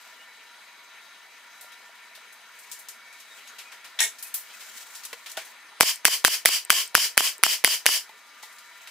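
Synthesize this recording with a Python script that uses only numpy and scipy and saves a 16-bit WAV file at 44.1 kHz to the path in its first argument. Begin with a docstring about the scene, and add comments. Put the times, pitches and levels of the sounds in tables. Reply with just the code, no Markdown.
"""An air stapler fires ten staples through cloth into plywood in a hard-walled workshop.
Each shot is direct ringing of nose, piston and board, with bands of noise for air, valve and room.
Before and after the shots, cloth rustles and things are handled: short noise rubs, clicks and wood knocks.
A far machine drones throughout as shaped noise, narrow whistles and thin tones.
The stereo recorder overloads on the blows, and its late limiter lets go at a steady rate."""
import sys
import numpy as np
from scipy import signal
from scipy.io import wavfile

SR = 44100
rng = np.random.default_rng(int(sys.argv[2]) if len(sys.argv) > 2 else 0)


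def inscribe(sig):
    """Save sig as 16-bit PCM at rate SR to the path in sys.argv[1].

    A 1-D sig is mono; a 2-D sig holds one channel per row.
    Samples are clipped to [-1, 1] before scaling.
    """
    pcm = np.round(np.clip(np.atleast_2d(sig).T, -1, 1) * 32767)
    wavfile.write(sys.argv[1], SR, pcm.astype(np.int16))


N = 392490
STEP = 8   # samples between the points of a power envelope
CUTOFF_HZ = 15900   # top of the recorder's range
DRONE_DB = -43   # relative level of the drone's noise
LEFT_DB = 2   # band noise (but the clank's), thin tones and squeaks are this much louder on the left
VALVE_LEAD_S = 0.00579   # the valve opens this long before the driver lands
RUB_S, BELOW_DB_PER_OCT, ABOVE_DB_PER_OCT = 0.0065, 6, 5   # rub length; fall either side of its strongest pitch
TICK_DB, TICK_T60_S = -10.5, 0.012   # a crack also rings briefly at its strongest pitch
SWELL_S = 0.00071   # time constant of the rounded start of room sound
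LEAN_DB = LEFT_DB / 2 * np.array([[1], [-1]])   # left row, right row

# All table levels are relative; the functions add each source's offset.
# Far machine, broad noise. Each row: pitch in Hz, level in dB per Hz.
DRONE_SPECTRUM = [(24, -86), (40, -48), (223, -7.5), (435, -20), (467, -3), (566, -13), (956, -5.5),
                  (1100, -6), (1430, -2), (1660, -3), (2310, -3.5), (3150, -7.5), (12000, -22.5),
                  (15600, -58), (22000, -120)]
# Far machine, narrow whistles. Each row: pitch in Hz, width in Hz, level in dB.
DRONE_WHISTLES = [(660, 31, -8.5), (979.5, 35, -3), (1426, 20, -3), (1797, 29, -1), (1992, 27, 0.5),
                  (2221, 29, 0.5), (3344, 38, -6.5), (3770, 23, -18.5), (3965, 6.5, -0.5),
                  (4390, 59, -10.5), (5070, 110, -18.5), (6370, 17, -14)]
# Far machine, thin tones. Each row: pitch in Hz, level in dB rms.
DRONE_TONES = [(958.2, -66.5), (1389, -64.5), (1798, -64), (1970, -77.5), (2256, -65.5), (2390, -75),
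               (3774, -70), (3930, -67), (4587, -76), (4748, -75.5), (5254, -83.5), (6347, -72)]
# Cloth and sleeves rustling. Each row: time in seconds, level in dB.
RUSTLE_LEVEL = [(0.0, -55), (0.32, -63), (1.05, -64), (1.3, -60.5), (2.41, -63), (2.75, -52), (2.9, -69),
                (3.33, -55.5), (4.0, -63), (4.33, -56.5), (4.64, -48), (4.8, -43.5), (5.09, -54.5),
                (5.47, -51), (5.78, -82), (8.05, -61), (8.39, -59), (8.9, -53.5)]
# Colour of the cloth. Each row: pitch in Hz, level in dB per Hz.
RUSTLE_SPECTRUM = [(300, -18), (2000, -2), (4500, -2), (7500, 1.5), (11000, -7), (16000, -2)]
# Faint squeaks and whines. Each row: start in seconds, length in seconds, pitch in Hz, level in dB.
SQUEAKS = [(0.185, 0.059, 2890, -52), (1.701, 0.063, 3880, -54), (3.287, 0.078, 3750, -51),
           (3.302, .06, 4950, -60), (3.471, 0.041, 6530, -48.5), (3.64, 0.079, 2470, -50.5),
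           (4.239, 0.044, 2540, -48), (4.529, 0.028, 2550, -47.5), (8.0, .85, 1203, -57)]
# Scuffs, cloth snaps and small bumps. Each row: start in seconds, level in dB at the strongest pitch,
# that pitch in octaves above 1 kHz, first crack in dB relative to that level.
HANDLING = [(1.61, -42.5, 3.4, 3), (1.719, -44, 1.6, 1), (2.151, -42, 1.9, 1), (2.325, -49.5, 3.3, 4),
            (2.589, -45, 3.1, 0), (2.715, -33.5, 2.84, 1.5), (2.789, -41.5, 3.4, -1),
            (2.886, -37.5, 2.83, 5.5), (3.127, -49, 2.8, 3), (3.201, -44, 2.3, 2), (3.473, -41, 1.9, -2),
            (3.584, -33, 1.57, -8), (3.718, -35.5, 1, -7), (3.843, -35, 1.1, -8), (4.184, -38.5, 2.7, -7),
            (4.226, -33.5, 3.4, 5.5), (4.269, -40.5, 3.3, 0), (4.341, -22.5, 3.88, 2),
            (4.498, -40, 1.1, -6), (4.605, -37.5, 1.86, -1), (4.95, -36, 2.7, -5), (5.035, -37.5, 2.4, 2),
            (5.051, -39.5, 2.8, 12), (5.1297, -40.5, 1, 15.5), (5.261, -33, 1.5, 0), (5.297, -45, 2.6, 10),
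            (5.316, -44.5, 2.8, 13), (5.37, -25.5, 1.03, 2), (5.448, -44, 3.1, -1),
            (8.0927, -49, 0.97, 10.5), (8.427, -36.5, 2.05, -2), (8.526, -49, 3, 3),
            (8.584, -45.5, 2.1, 4.5), (8.873, -37.5, 1.04, 4.5)]
# Slight bass trim of the small sounds. Each row: pitch in Hz, change in dB.
RUB_BASS = [(120, -1), (670, -0.5)]
# Hollow knocks on wood. Each row: start in seconds, peak level in dB, base pitch in Hz.
KNOCKS = [(1.644, -51, 620), (1.894, -50, 680), (2.177, -51, 654), (5.131, -40.5, 475), (5.375, -29.5, 655),
          (7.392, -47, 407), (8.095, -42.5, 900), (8.433, -41.5, 880)]
# Overtones of every wood knock. Each row: multiple of the base pitch, level in dB, t60 in seconds.
WOOD_OVERTONES = [(1.0, 1.5, .07), (1.17, -3, .05), (2.25, 0, 0.051), (3.4, -15, 0.042), (4.8, -42, 0.016)]
# Tool knocked against the bench. Each row: start in seconds, level in dB, brightness in dB, which
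# shifts the noise's treble (from 3.5 kHz, full at 6 kHz) and all the steel ringing.
CLANKS = [(3.989, -16, -14), (4.003, -14, 2)]
# Colour of the clank's noise. Each row: pitch in Hz, level in dB per Hz.
CLANK_SPECTRUM = [(59, -78), (153, -79), (380, -47), (662, -25), (1330, -16), (1870, -14), (2580, -7),
                  (3620, -1), (4470, -16.5), (7770, -5), (16000, -13.5)]
# Steel ringing in the clank. Each row: pitch in Hz, width in Hz, level in dB.
CLANK_STEEL = [(433, 19, -17.5), (675, 26, -7), (902, 28, -6.5), (1670, 23, 3), (1878, 26, 6),
               (2180, 25, 7.5), (2370, 90, -5.5), (3620, 38, 5.5), (5560, 180, 2), (6460, 31, 3),
               (6860, 40, 0), (7350, 22, 7), (7710, 78, -5), (7870, 60, 1.5), (9600, 45, 4), (10000, 30, 2)]
# The ten shots. Each row: driver landing in seconds, wait for the piston's return in seconds,
# then blow, valve, return and board boom in dB.
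SHOTS = [(5.8081, 0.023, 7, -18, 18, 13), (6.0524, 0.029, 8, -24.5, 9, 1.5),
         (6.2484, 0.032, 9, -16.5, 10.5, -14), (6.4575, 0.032, 11, -16.5, 8.5, 3),
         (6.7031, 0.026, 11.5, -20.5, 5, -17), (6.9513, 0.027, 11, -18.5, 5.5, -4),
         (7.1773, .029, 11, -17.5, 9.5, -14), (7.4359, 0.029, 10.5, -18, 7, -12.5),
         (7.6461, .0302, 10, -12, 5, -24), (7.8638, 0.026, 10, -12, -0.5, -10.5)]
# Air and room tail of a blow. Each row: pitch in Hz, level in dB per Hz.
BLOW_SPECTRUM = [(59, -65), (100, -47), (424, -41), (535, -44.5), (634, -36.5), (836, -20.5), (950, -18),
                 (2630, -0.5), (3050, -13.5), (3540, -10), (4870, -4), (14100, -8.5), (16000, 4)]
# Blow, return and valve heard directly. Each row: pitch in Hz, level in dB per Hz.
CRACK_SPECTRUM = [(150, -48), (600, -22), (2000, -0.5), (6000, -4.5), (16000, -5.5)]
# Board and tool steel as heard in the room. 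Each row: pitch in Hz, width in Hz, level in dB.
SHOT_STEEL = [(438, 21.5, -24), (666, 45, -15), (953, 13, -7), (1083, 27, -5), (1796, 20, -3.5),
              (2290, 450, -13.5), (3010, 280, 0), (3130, 120, -5.5), (3107, 98, -5), (4755, 160, -5.5),
              (4740, 150, 0.5), (5300, 480, -4), (5450, 190, -20.5), (7200, 1400, -15.5),
              (10250, 320, -5.5)]
# Struck nose, heard directly. Each row: pitch in Hz, level in dB, t60 in seconds.
NOSE = [(1480, 1.5, 0.0062), (2112, 3.5, 0.0058), (3110, -2.5, 0.0048), (5800, -10, 0.008),
        (7340, -9, 0.0027), (10430, -4.5, 0.0054), (14600, -14.5, 0.0052)]
# Plywood, heard directly. Each row: pitch in Hz, level in dB, t60 in seconds.
BOARD = [(457, -9.5, 0.016), (648, -4, 0.016), (1026, -2, 0.0075), (1205, -14, 0.0047)]
# Piston slapping the head. Each row: pitch in Hz, level in dB, t60 in seconds.
PISTON = [(1270, 3.5, 0.0034), (4010, -0.5, 0.0028), (7900, 2, 0.0044)]
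# Trigger snapping back. Each row: start in seconds, peak level in dB.
RELEASES = [(5.9584, -27), (6.65, -22.5), (6.8768, -28), (7.3811, -28.5)]
# Ringing of the trigger. Each row: pitch in Hz, level in dB, t60 in seconds.
TRIGGER = [(7300, -8, .008), (8500, -3, .011), (10300, -11, .007), (12300, -13, .006), (14500, -10, .006)]
# Workshop reverberation before a source's own factor. Each row: pitch in Hz, t60 in seconds.
ROOM_T60 = [(300, 0.32), (800, 0.18), (2000, 0.18), (6000, .2), (15000, 0.18)]
# How alike the two microphone ports hear a pitch. Each row: pitch in Hz, likeness from 0 to 1.
LIKENESS = [(100, 0.91), (600, 0.83), (1400, 0.97), (3100, 0.65), (6800, 0.17), (15000, 0)]


def from_db(db):
    """dB to gain; twice the dB gives power."""
    return 10 ** (np.asarray(db) / 20)


def at_hz(points, hz):
    """Reads a spectrum on a log-frequency axis."""
    pitches, values = np.transpose(points)
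    return np.interp(np.log(hz), np.log(pitches), values)


def drift(rate_hz):
    """Slow chance of spread 1, on the envelope grid: noise through two equal low-pass poles."""
    spacing, warm_up = 40, 2000
    r = np.exp(-2 * np.pi * rate_hz * spacing / SR)
    white = rng.standard_normal(N // spacing + warm_up + 2)
    slow = signal.lfilter([1], [1, -2 * r, r * r], white)[warm_up:]
    grid = np.arange(N // STEP + 1) * STEP / spacing
    return np.interp(grid, np.arange(len(slow)), slow / slow.std())


def marks(times, gains, step=STEP):
    """Clicks at the given times, on a floor too faint to hear."""
    out = np.full(N // step + 1, 1e-18)
    np.add.at(out, np.round(np.asarray(times) * SR / step).astype(int), gains)
    return out


def fade(power, t60):
    """Each click leaves a power that dies 60 dB in t60."""
    return signal.lfilter([1], [1, -from_db(-120 * STEP / (t60 * SR))], power)


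def swell(power):
    """Rounds off the start of a power envelope with three equal low-pass poles."""
    r = np.exp(-STEP / (SWELL_S * SR))
    return signal.lfilter([(1 - r) ** 3], np.poly([r, r, r]), power)


def gain(power):
    """A power envelope as a gain for every sample."""
    return np.repeat(np.sqrt(power), STEP, axis=-1)[..., :N]


def stereo(mid, side, hz):
    """Two noises become left and right, as alike as the two ports hear that pitch."""
    alike = np.clip(at_hz(LIKENESS, hz), -1, 1)
    return np.sqrt(1 + alike) * mid + np.sqrt(1 - alike) * side * [[1], [-1]]


def resonance(white, hz, width_hz):
    """Stereo noise through one narrow two-pole resonance."""
    r = np.exp(-np.pi * width_hz / SR)
    poles = [1, -2 * r * np.cos(2 * np.pi * hz / SR), r * r]
    mid, side = signal.lfilter([1 - r, 0, r - 1], poles, white)
    return stereo(mid, side, hz)


def steel_in_room(peaks, times, levels_db, sustain):
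    """Noise in narrow resonances, swelling and dying with the room after each blow."""
    out, white = 0, rng.standard_normal((2, 2, N))
    luck_db = rng.normal(0, 1.8, (len(times), len(peaks)))   # each blow favours other resonances
    for k, (hz, width_hz, db) in enumerate(peaks):
        blows = marks(times, from_db(2 * (levels_db + luck_db[:, k])))
        power = swell(fade(blows, sustain * at_hz(ROOM_T60, hz)))
        out = out + from_db(db) * gain(power) * resonance(white[k % 2], hz, width_hz)
    return out


def ring(clicks, hz, t60):
    """A unit click sets a decaying sine of starting height 1 ringing."""
    r, w = from_db(-60 / (t60 * SR)), 2 * np.pi * hz / SR
    return signal.lfilter([0, np.sin(w)], [1, -2 * r * np.cos(w), r * r], clicks)[:N]


def struck(modes, times, levels_db):
    """Every blow rings every mode with its own strength; neighbouring modes start in opposite sense."""
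    out, luck_db = 0, rng.normal(0, 1.9, (len(times), len(modes)))
    for k, (hz, db, t60) in enumerate(modes):
        clicks = marks(times, from_db(levels_db + db + luck_db[:, k]), 1)
        out = out + (-1) ** k * ring(clicks, hz, t60)
    return out


def drone_power(hz, together):
    """Far machine in one band: a steady spectrum, wavering a little as a whole and more band by band."""
    wander_db = 0.4 * together + 2.3 * drift(12.0)
    return from_db(2 * (DRONE_DB + at_hz(DRONE_SPECTRUM, hz) + wander_db))


def drone_whistles():
    """Far machine: noise in narrow resonances, each slowly wavering."""
    out, white = 0, rng.standard_normal((2, 2, N))
    for k, (hz, width_hz, db) in enumerate(DRONE_WHISTLES):
        power = from_db(2 * (-40.0 + 1.3 * drift(1.5)))
        out = out + from_db(db) * gain(power) * resonance(white[k % 2], hz, width_hz)
    return out


def drone_tones():
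    """Far machine: thin sines of steady pitch and slowly wavering level."""
    t, out = np.arange(N) / SR, np.zeros(N)
    for hz, db in DRONE_TONES:
        level = gain(from_db(2 * (db + 2.25 * drift(2.5))))
        out += np.sqrt(2) * level * np.sin(2 * np.pi * (hz * t + rng.random()))
    return out * from_db(LEAN_DB)


def rustle_level_db():
    """Cloth and sleeves: the level moves from point to point, roughened by quick chance."""
    t = np.arange(N // STEP + 1) * STEP / SR
    return np.interp(t, *np.transpose(RUSTLE_LEVEL)) + 2.6 * drift(30.0)


def squeaks():
    """Short sines that swell and fade, their phase wandering at random."""
    out = np.zeros(N)
    for start_s, length_s, hz, db in SQUEAKS:
        i, n = round(start_s * SR), round(length_s * SR)
        phase = 2 * np.pi * hz * np.arange(n) / SR + np.cumsum(rng.normal(0, 0.047, n))
        out[i:i + n] += from_db(db + 1) * np.sqrt(np.hanning(n)) * np.sin(phase)
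    return out * from_db(LEAN_DB)


def handling_power(hz):
    """Small sounds in one band: a crack, a short rub, then the room."""
    start_s, peak_db, octaves, crack_db = np.transpose(HANDLING)
    off = np.log2(hz / 1000) - octaves
    slope_db = BELOW_DB_PER_OCT * np.minimum(off, 0) - ABOVE_DB_PER_OCT * np.maximum(off, 0)
    db = peak_db + slope_db + at_hz(RUB_BASS, hz)
    points = round(RUB_S * SR / STEP)
    rub = signal.lfilter(np.ones(points) / points, [1], marks(start_s, from_db(2 * db)))
    crack = fade(marks(start_s, from_db(2 * (db + crack_db))), 0.059)
    return fade(rub, 1.22 * at_hz(ROOM_T60, hz)) + crack


def knocks_and_ticks():
    """Wood knocks ring one shared set of overtones; every handling crack leaves a dry tick."""
    parts = []
    for start_s, db, hz in KNOCKS:
        for multiple, part_db, t60 in WOOD_OVERTONES:
            parts.append((start_s, db + part_db, hz * multiple, t60))
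    for start_s, db, octaves, crack_db in HANDLING:
        parts.append((start_s, db + crack_db + TICK_DB, 1000 * 2 ** octaves, TICK_T60_S))
    out, click = np.zeros(N + SR), np.zeros(SR // 4)
    click[0] = 1
    for start_s, db, hz, t60 in parts:
        i = round(start_s * SR)
        out[i:i + len(click)] += from_db(db) * ring(click, min(hz, CUTOFF_HZ), t60)
    return out[:N]


def clank_power(hz):
    """Room tail, in one band, of the tool knocking twice on the bench."""
    start_s, db, bright_db = np.transpose(CLANKS)
    treble_share = at_hz([(3500, 0), (6000, 1)], hz)
    level_db = db + bright_db * treble_share + 4.5 + at_hz(CLANK_SPECTRUM, hz)
    return swell(fade(marks(start_s, from_db(2 * level_db)), at_hz(ROOM_T60, hz)))


def clank_steel():
    """The knocked tool's steel, ringing on in the room."""
    start_s, db, bright_db = np.transpose(CLANKS)
    return steel_in_room(CLANK_STEEL, start_s, db + bright_db + 10.0, sustain=0.94)


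def shots():
    """Times of landing, valve and return in seconds, then the four relative levels in dB."""
    land, wait, *levels_db = np.transpose(SHOTS)
    return land, land - VALVE_LEAD_S, land + wait, *levels_db


def shot_power(hz):
    """Shots in one band: room tail, rushing air, short cracks and the valve's puff."""
    land, valve, back, blow_db, valve_db, back_db, _ = shots()
    tail = fade(marks(land + 0.005, from_db(2 * (blow_db + 2))), at_hz(ROOM_T60, hz))
    # air rushes until the piston is back; each return takes off 1 dB more than the blow added,
    # and that debt carries over: the rush thins out and is gone from the seventh shot on
    rush_on = marks(land + 0.0013, from_db(2 * (blow_db + 7)))
    rush_off = marks(back + 0.00085, from_db(2 * (blow_db + 8.0)))
    rush = np.maximum(np.cumsum(rush_on - rush_off), 0)
    cracks = fade(marks(land, from_db(2 * (blow_db - 1.0))), 0.0089)
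    cracks += fade(marks(back, from_db(2 * (back_db + 6))), 0.014)
    puff = fade(marks(valve, from_db(2 * (valve_db + 3.0))), 0.0071)
    puff = signal.lfilter([0.2], [1, -0.8], puff)   # softened start
    room_and_air = (tail + rush) * from_db(2 * at_hz(BLOW_SPECTRUM, hz))
    return room_and_air + (cracks + puff) * from_db(2 * at_hz(CRACK_SPECTRUM, hz))


def shot_steel():
    """Board and tool steel ringing on in the room after each blow."""
    land, _, _, blow_db, *_ = shots()
    return steel_in_room(SHOT_STEEL, land + 0.0012, blow_db + 8, sustain=0.89)


def nose_and_piston():
    """Driver ticks on the staple, then bottoms out; later the piston slaps the head."""
    land, _, back, blow_db, _, back_db, _ = shots()
    tick = struck(NOSE[3:], land, blow_db - 3.5)
    bottom = struck(NOSE, land + 0.0007, blow_db + 4.5)
    return tick + bottom + struck(PISTON, back, back_db + 9)


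def plywood():
    """The board rings at valve, landing and return, stronger on the right."""
    land, valve, back, _, valve_db, back_db, boom_db = shots()
    board = struck(BOARD, land + 0.00058, boom_db + 2)
    board = board + struck(BOARD, back, back_db - 2.5)
    board = board + struck(BOARD, valve + 0.0002, valve_db)
    return board * from_db([[-4.0], [6.0]])


def trigger():
    """The trigger snaps back with a short bright ring."""
    return struck(TRIGGER, *np.transpose(RELEASES))


def noises():
    """Broad noise in third-octave bands: the powers of the sources add in each band."""
    out, white = 0, rng.standard_normal((2, 2, N))
    edges_hz = 40 * 2 ** np.arange(0, 9, 1 / 3)
    together, rustle_db = drift(1.7), rustle_level_db()
    for k, (low, high) in enumerate(zip(edges_hz, edges_hz[1:])):
        hz = np.sqrt(low * high)
        band_pass = signal.butter(2, [low, high], "band", fs=SR, output="sos")
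        band = stereo(*signal.sosfilt(band_pass, white[k % 2]), hz)
        rustle = from_db(2 * (rustle_db + at_hz(RUSTLE_SPECTRUM, hz)))
        power = drone_power(hz, together) + rustle + handling_power(hz) + shot_power(hz)
        clank = clank_power(hz) * from_db([[3.0], [-3.0]])   # power: 1.5 dB up left, down right
        # as a power factor the lean is halved: left and right differ by LEFT_DB / 2 on each side of a power
        out = out + band * gain(from_db(LEAN_DB * 2) * power + clank)
    return out


def scene():
    """The workshop at the microphone: noises, far machine, small sounds, clank and shots."""
    background = noises() + drone_whistles() + drone_tones()
    small = squeaks() + knocks_and_ticks()
    tool = clank_steel() + shot_steel() + nose_and_piston() + plywood() + trigger()
    return background + small + tool


def limiter_cut_db(dry, ceiling_db=-18.0, release_db_s=472.0, lag_s=0.00066, attack_s=0.00099,
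                   sense_s=0.00048, linger=0.27, linger_s=0.54):
    """One cut for both channels: reacts late, lets go at a steady rate, and part of it lingers."""
    sense, attack, slow = np.exp(-1 / (np.array([sense_s, attack_s, linger_s]) * SR))
    power = signal.lfilter([1 - sense], [1, -sense], np.mean(dry ** 2, axis=0))
    level_db = 10 * np.log10(power + 1e-12)
    # a running maximum against a rising ramp falls by release_db_s
    ramp = release_db_s * np.arange(N) / SR
    over_db = np.maximum.accumulate(np.maximum(level_db - ceiling_db, 0) + ramp) - ramp
    smooth_db = signal.lfilter([1 - attack], [1, -attack], over_db)
    late_db = np.interp(np.arange(N) - lag_s * SR, np.arange(N), smooth_db)
    return late_db + linger * signal.lfilter([1 - slow], [1, -slow], over_db)


def record(dry, bass_cut_hz=273.0, coupling_hz=225.0, preamp_top_db=12.5, hiss_db=-63.0):
    """Recorder: bass cut, preamp hiss and soft overload, limiter, hard overload, then the cut top."""
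    dry = signal.sosfilt(signal.butter(2, bass_cut_hz, "high", fs=SR, output="sos"), dry)
    dry = dry + from_db(hiss_db) * rng.standard_normal(dry.shape)
    dry = from_db(preamp_top_db) * np.tanh(dry / from_db(preamp_top_db))
    clipped = np.clip(dry * from_db(-limiter_cut_db(dry)), -0.9, 0.9)
    output_capacitor = signal.butter(1, coupling_hz, "high", fs=SR, output="sos")
    coupled = signal.sosfilt(output_capacitor, clipped)
    top_cut = signal.cheby2(14, 80, 1.04 * CUTOFF_HZ, fs=SR, output="sos")
    return signal.sosfilt(top_cut, coupled)


dry = scene()
out = record(dry)
inscribe(out)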